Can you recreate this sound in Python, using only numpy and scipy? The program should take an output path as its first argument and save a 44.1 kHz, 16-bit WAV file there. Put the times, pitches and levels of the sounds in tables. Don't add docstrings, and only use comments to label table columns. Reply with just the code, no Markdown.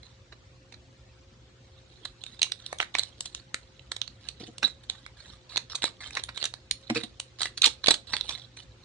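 import sys
import numpy as np
from scipy import signal
from scipy.fft import rfft, irfft, next_fast_len
from scipy.io import wavfile
from scipy.ndimage import uniform_filter1d, map_coordinates

SR = 44100
rng = np.random.default_rng(int(sys.argv[2]) if len(sys.argv) > 2 else 0)


def unload_wav(signal):
    wavfile.write(
        sys.argv[1],
        SR,
        np.round(np.clip(np.atleast_2d(signal).T, -1, 1) * 32767).astype(np.int16),
    )


def elevation(decibels):
    levels = np.asarray(decibels, float)
    return 10 ** (levels / 20)


N = 389868

# (frequency [Hz], relative level [dB per Hz])
HISS_SPECTRUM = [(15, -66.5), (30, -31.5), (60, -6), (150, -17), (400, -23.5), (750, -29), (2000, -31.5),
                 (4000, -32), (7000, -38.5), (8800, -49.5), (10200, -67.5), (13000, -109)]
# (frequency [Hz], likeness [1 = same])
HISS_LIKENESS = [(100, 0.96), (300, 0.71), (1000, 0.11)]
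# (frequency [Hz], middle peak level [dB])
HUM_TONES = [(59, -69), (92, -71), (119, -59), (360, -70.5), (528, -67.5)]
# (start [s], end [s], level [dB])
HOLDING = (1.7, 11, -66)
# (time [s], length [s], level at start [dB])
SLIP_STROKES = [(.03, 0.15, -49.5), (2.433, 0.096, -43), (2.81, 0.033, -25), (2.943, 0.16, -34.5),
                (4.4, 0.07, -35), (4.468, 0.034, -44), (4.636, 0.068, -25), (4.836, 0.02, -46),
                (4.891, 0.16, -45), (5.699, 0.087, -33), (5.747, 0.046, -34.5), (6.948, 0.084, -24),
                (7.032, 0.027, -36.5), (5.856, 0.046, -32.5), (7.578, .05, -40.5), (7.672, .07, -34),
                (8.3, 0.15, -32), (8.568, 0.076, -39)]
# (time [s], length [s], level at end [dB])
PULL_STROKES = [(1.89, 0.19, -61.5), (2.211, 0.14, -53), (3.171, 0.233, -54), (4.211, .09, -49),
                (5.493, 0.079, -39), (5.819, 0.057, -30), (6.123, .075, -35.5), (6.348, 0.12, -36),
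                (6.806, 0.16, -55), (7.388, .08, -30.5), (8.072, 0.13, -37.5), (8.23, 0.082, -40.5)]
# (time [s], length [s], level [dB])
RUB_STROKES = [(2.591, 0.16, -53.5), (5.17, 0.19, -52), (6.006, 0.079, -39), (7.632, 0.041, -20),
               (7.836, 0.095, -37)]
# (frequency [Hz], relative level [dB per Hz])
FOIL_COLOUR = [(180, -25), (320, -19), (647, -15.5), (1440, -10.5), (1820, -7.5), (2450, -5), (3300, -4.5),
               (3850, -0.5), (4300, -6.5), (4820, -18.5), (9240, -26.5), (10200, -35.5), (13300, -48.5),
               (22000, -120)]
# (frequency [Hz], left over right [dB])
PORT_BALANCE = [(600, -1.5), (1800, 0.5), (3500, -17), (5600, -3.5), (9500, 22)]
# (frequency [Hz], time to fall by 60 dB [s])
ROOM_DECAY = [(300, .3), (2000, 0.19), (9000, 0.17)]
# (time [s], level [dB], body over level [dB], sparkle over level [dB], time to halve [ms])
CREASE_SNAPS = [(0.325, -40, 2.5, -38, 4.5), (0.7246, -38.5, 1, -12, 2.4), (0.741, -39.5, -2, -18, 2.7),
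                (2.0532, -24.5, -8, -16, 2.45), (2.2385, -25.5, -11.5, -13, 0.79),
                (2.2646, -29.5, -12, -10.5, 1), (2.3937, -31.5, -8, -17, 2.1),
                (2.4183, -9.0, -19, -17, 0.83), (2.43, -11, -21, -9.5, 1.6),
                (2.445, -22.5, -11, -15.5, 0.6), (2.5197, -19.5, -11, -13.0, 1.9),
                (2.6639, -27.5, -10, -8.0, 1.5), (2.7287, -30.5, 5, -6.5, 1.1),
                (2.7867, -32.0, -9.5, -2, 1.7), (2.8024, -22.5, 8.5, -16.5, 2.2),
                (2.8281, -24.5, 2.5, -16, 1.6), (2.942, -32.5, -15, -41.5, 0.7),
                (2.9519, -13, 3.5, -19.5, 1), (2.9862, -17.5, -8, -3.5, 1.6), (2.9943, -13, -10, -9.5, 1.4),
                (3.0344, -20.5, -6.5, -6, 0.9), (3.2078, -25, -17, -0.5, 1.3),
                (3.2573, -29.5, -12, -7, 2.8), (3.3487, -25, -12, -1.5, 1.2),
                (3.5445, -22.5, 4.5, -2.5, 0.93), (3.795, -36.5, -17, -37, 0.97),
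                (3.9184, -19.5, -3.5, -8.5, 1.43), (3.9654, -23.5, -3.5, -7, 1.2),
                (4.0167, -14.5, -11, -11.5, 0.62), (4.078, -29.5, -8.5, -22, 1.2),
                (4.288, -21.5, -6, -8, 1.55), (4.5829, -28.5, -15.5, -4.5, 0.98),
                (4.63, -19, 1.5, -23, 4.9), (4.8989, -16.5, -7, -13, 1.45), (5.064, -32.5, 0, -11.5, 1.2),
                (5.5604, -16.5, -4, -28, 0.78), (5.5711, -11.5, -21, -23.5, 0.37),
                (5.5762, -14.5, -2, -12.5, 1.5), (5.7535, -28, -13, 4, 4.3),
                (5.8217, -20.5, -11, -23.5, 0.8), (5.8326, -20, -5, -29, 1.7),
                (5.8412, -11.5, -3.5, -11.5, 1.3), (5.857, -28, -11.5, -10, 1.0),
                (6.1077, -40.5, 5, -2, 1.2), (6.1523, -23, -13, -10, 0.63), (6.171, -20.5, 1.5, -12.5, 3.7),
                (6.2374, -23.5, -6.5, -4, 1.3), (6.29, -30.5, 3, -16, 4.2), (6.3615, -35, -1, -25, 0.67),
                (6.3757, -23.5, -4.5, -14, 1.4), (6.4275, -16.5, -5, -22, 1.2),
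                (6.4415, -15.5, -7, -2, 0.88), (6.455, -18, -19.5, -3.5, 1.4),
                (6.5396, -21, -6.5, -13.5, 0.29), (6.712, -10, -15.5, -5.5, 0.5),
                (6.9004, -21.5, 3, -16.5, 3.6), (6.9503, -28.5, -11, -26.5, 0.84),
                (6.9594, -23.5, 1, -15, 10.2), (7.037, -28, -7.5, -14.5, 4),
                (7.1999, -21.5, -11.5, -5, 1.64), (7.4073, -22.5, -7.5, -25, 1.4),
                (7.4177, -19.5, -7, -8, 3.2), (7.432, -17, -8.5, -10.5, 1.6), (7.4563, -18, -6, -9, 2.2),
                (7.577, -27, -12, -6.5, 3.4), (7.6199, -9.5, -18, -10.5, 1.3), (7.643, -6, -15.5, -19, 3.5),
                (7.6597, -12, -26.5, -13, 5), (7.6715, -20, -19.5, -25.5, 2),
                (7.842, -18.5, -9.0, -25.5, 1.7), (7.8613, -13.5, -14, -19, 0.86),
                (7.8711, -9, -14.5, -16.5, 0.91), (7.8838, -3.5, -6.5, -18, 2),
                (7.9082, -6.5, -4.5, -12, 2.8), (7.9171, -17, -15.5, -35.5, 0.8),
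                (7.9419, -18.5, -8, -12, 2.9), (8.1365, -15, -4, -31, 3.3), (8.1671, -13, -9, -13.5, 0.58),
                (8.2109, -12, -10, -15.5, 0.3), (8.2934, -19.5, -8.0, -12, 2.5)]
# (time [s], level [dB], time to damp by 20 dB, at least 0.01 [s], spot along desk [0-1])
DESK_KNOCKS = [(4.403, -31, 0.015, 0.28), (4.431, -29.5, 0.0088, 0.52), (4.478, -36, 0.032, 0.27),
               (4.629, -36, 0.042, .25), (6.899, -19, 0.035, .25), (6.957, -24.5, 0.038, 0.41),
               (7.031, -32.5, 0.028, 0.25), (7.881, -35, 0.05, 0.03)]
# (frequency [Hz], typical level [dB])
DESK_MODES = [(125, -13), (232, -5.5), (315, -5), (470, -2), (715, -16)]

HISS_DB = -60
WAVER_PER_S = 12
START_S, STOP_S = 0.0099, 0.065
SETTLE_DB, SWELL_DB = 21.5, 6
HOLD_BODY_DB, SLIP_BODY_DB, PULL_BODY_DB, RUB_BODY_DB = -8, -6.5, -7, -5
CLUMP_DB, SPIKE_DB = 3, 4
BODY_HZ, SPARKLE_HZ = 3000, 6000
CREASE_COLOUR_DB = 4
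CLICK_DB = 10.5
ECHO_DB = -12
BAND_LIMIT_HZ = 10090


def unit(x):
    return x / np.sqrt(np.mean(x ** 2) + 1e-20)


def along(points, hz):
    f, v = np.transpose(points)
    return np.interp(np.log(hz + 1), np.log(f + 1), v)


def wobble(rate):
    points = rng.standard_normal(int(N * rate / SR) + 4)
    return map_coordinates(points, [np.arange(N) * rate / SR])


def filtered(x, response):
    size = next_fast_len(N + SR // 2)
    spectrum = rfft(x, size) * response(np.fft.rfftfreq(size, 1 / SR))
    return irfft(spectrum, size)[..., :N]


def causal(gain):
    size = 2 * gain.shape[-1] - 2
    cepstrum = irfft(np.log(gain + 1e-6), size)
    cepstrum[..., 1:size // 2] *= 2
    cepstrum[..., size // 2 + 1:] = 0
    return irfft(np.exp(rfft(cepstrum)), size)[..., :size // 2]


def pair(noise, alike):
    turn = np.arccos(np.clip(alike, 0, 1)) / 2
    shared = np.cos(turn) * noise[0]
    opposed = np.sin(turn) * noise[1]
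    return np.array([shared + opposed, shared - opposed])


def patchy(noise, depth_db):
    z = signal.stft(noise, nperseg=512)[2]
    across_pitch = uniform_filter1d(rng.standard_normal(z.shape), 2, -2)
    streaks = unit(uniform_filter1d(across_pitch, 4, -1))
    return unit(signal.istft(z * elevation(depth_db * streaks), nperseg=512)[1][..., :N])


def background():
    def response(hz):
        turn = np.arccos(np.clip(along(HISS_LIKENESS, hz), -1, 1)) / 2
        return elevation(along(HISS_SPECTRUM, hz)) * [np.cos(turn), np.sin(turn)]

    noise = patchy(rng.standard_normal((2, N)), depth_db=4)
    shared, opposed = elevation(HISS_DB) * unit(filtered(noise, response))
    cycles = 2 * np.pi * np.arange(N) / SR
    hum = np.zeros(N)
    for hz, db in HUM_TONES:
        loudness = elevation(db + 2.2 * wobble(WAVER_PER_S))
        hum += loudness * np.sin(hz * cycles + 1.9 * wobble(WAVER_PER_S))
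    return np.array([shared + opposed, shared - opposed]) + hum


def strokes(rows, start_db, end_db):
    t = np.arange(N) / SR
    total = np.zeros(N)
    for s, length, db in rows:
        times = s + np.array([-START_S, 0, length, length + STOP_S])
        total += elevation(np.interp(t, times, [-120, db + start_db, db + end_db, -120]))
    return total


def rustle():
    t = np.arange(N) / SR
    start, end, held_db = HOLDING
    held = elevation(held_db) * np.interp(t, [start - .1, start, end, end + .1], [0, 1, 1, 0])
    slips = strokes(SLIP_STROKES, 0, -SETTLE_DB)
    pulls = strokes(PULL_STROKES, -SWELL_DB, 0)
    rubs = strokes(RUB_STROKES, 0, 0)
    ring = held + slips + pulls + rubs
    body = elevation(HOLD_BODY_DB) * held + elevation(SLIP_BODY_DB) * slips
    body += elevation(PULL_BODY_DB) * pulls + elevation(RUB_BODY_DB) * rubs
    sparkle = elevation(-14.5 + 1.3 * wobble(23)) * ring
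    spikes = np.minimum(rng.exponential(size=N // 48 + 1), 3.5).repeat(48)[:N]
    grain = elevation(CLUMP_DB * wobble(90) + SPIKE_DB * spikes)
    grain /= np.sqrt(np.abs(uniform_filter1d(grain ** 2, size=SR // 25)))
    crackle = grain * pair(patchy(rng.standard_normal((2, N)), depth_db=8), alike=0.91)
    return np.array([body, ring, sparkle])[:, None] * crackle


def foil_voice(drive):
    hz = np.fft.rfftfreq(2048, 1 / SR)
    low = 1 / (1 + (hz / BODY_HZ) ** 6)
    high = 1 / (1 + (SPARKLE_HZ / (hz + 1)) ** 10)
    bands = np.sqrt([low, (1 - low) * (1 - high), high]) * elevation(along(FOIL_COLOUR, hz))
    bands /= np.sqrt(np.mean(bands ** 2, axis=1, keepdims=True))
    right = 1 / (1 + elevation(2 * along(PORT_BALANCE, hz)))
    ports = np.sqrt(2 * np.array([1 - right, right]))
    filters = causal(bands[:, None] * ports)
    return signal.oaconvolve(drive, filters, axes=2)[..., :N].sum(axis=0)


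def room(x):
    out, step = np.zeros((2, N + 2 * SR)), SR // 2
    for start in range(0, N, step):
        hz, t, z = signal.stft(rng.standard_normal((2, step)), SR, nperseg=256)
        fade = elevation(-60 * t / along(ROOM_DECAY, hz)[:, None])
        tail = signal.istft(z * fade, SR, nperseg=256)[1]
        wet = signal.fftconvolve(x[:, start:start + step], tail / np.linalg.norm(tail[0]), axes=1)
        out[:, start + 150:start + 150 + wet.shape[1]] += wet
    return out[:, :N]


def snaps():
    drive, half = np.zeros((3, 2, N + SR)), SR // 25
    ms = 1000 * np.arange(-half, half) / SR
    ring = unit(elevation(along(FOIL_COLOUR, np.fft.rfftfreq(2 * half, 1 / SR))))
    for s, db, body_db, sparkle_db, fall_ms in CREASE_SNAPS:
        fall = max(fall_ms, .2)
        lumps = elevation(2 * rng.standard_normal(2 * half // 32 + 1).repeat(32)[:2 * half])
        shape = elevation(np.where(ms < 0, 9 * ms / np.sqrt(fall), -6 * ms / fall))
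        scatter = unit(uniform_filter1d(rng.standard_normal(half + 1), size=60))
        colour = elevation(CREASE_COLOUR_DB * scatter)
        noise = unit(irfft(rfft(rng.standard_normal((2, 2 * half))) * colour))
        burst = shape * lumps * pair(noise, alike=0.94)
        burst[:, half] += elevation(CLICK_DB)
        heard = irfft(rfft(burst) * ring)
        left, right = burst * np.sqrt(np.mean(shape ** 2) / np.mean(heard ** 2))
        lag = round(rng.normal(2, 4))
        gains = elevation(db + np.array([body_db, 0, sparkle_db]))
        place = slice(round(s * SR) - half, round(s * SR) + half)
        drive[..., place] += gains[:, None, None] * [np.roll(left, lag), right]
    return drive[..., :N]


def knocks():
    out, t = np.zeros(N + SR), np.arange(SR // 4) / SR
    for s, db, length, spot in DESK_KNOCKS:
        ring = np.zeros(len(t))
        for number, (hz, level) in enumerate(DESK_MODES, start=1):
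            strength = elevation(level + rng.standard_normal()) * np.sin(np.pi * number * spot)
            ring += strength * np.sin(2 * np.pi * hz * t)
        damping = elevation(db - 20 * (t / max(length, .01)) ** 4)
        onset = 1 - np.exp(-t / 0.0046)
        out[round(s * SR):][:len(t)] += damping * onset * ring
    return out[:N]


def scene():
    foil = foil_voice(snaps() + rustle())
    desk = np.array([knocks()] * 2)
    return foil + desk + room(elevation(ECHO_DB) * (foil + desk)) + background()


def roll_off(x):
    return signal.sosfilt(signal.butter(12, 10400, fs=SR, output="sos"), x)


def record(dry):
    clipped = dry / (1 + np.abs(dry / .8) ** 6) ** (1 / 6)
    limited = filtered(clipped, lambda hz: 0.048 + 1 / (1 + (hz / BAND_LIMIT_HZ) ** 40))
    return roll_off(limited)


dry = scene()
out = record(dry)
unload_wav(out)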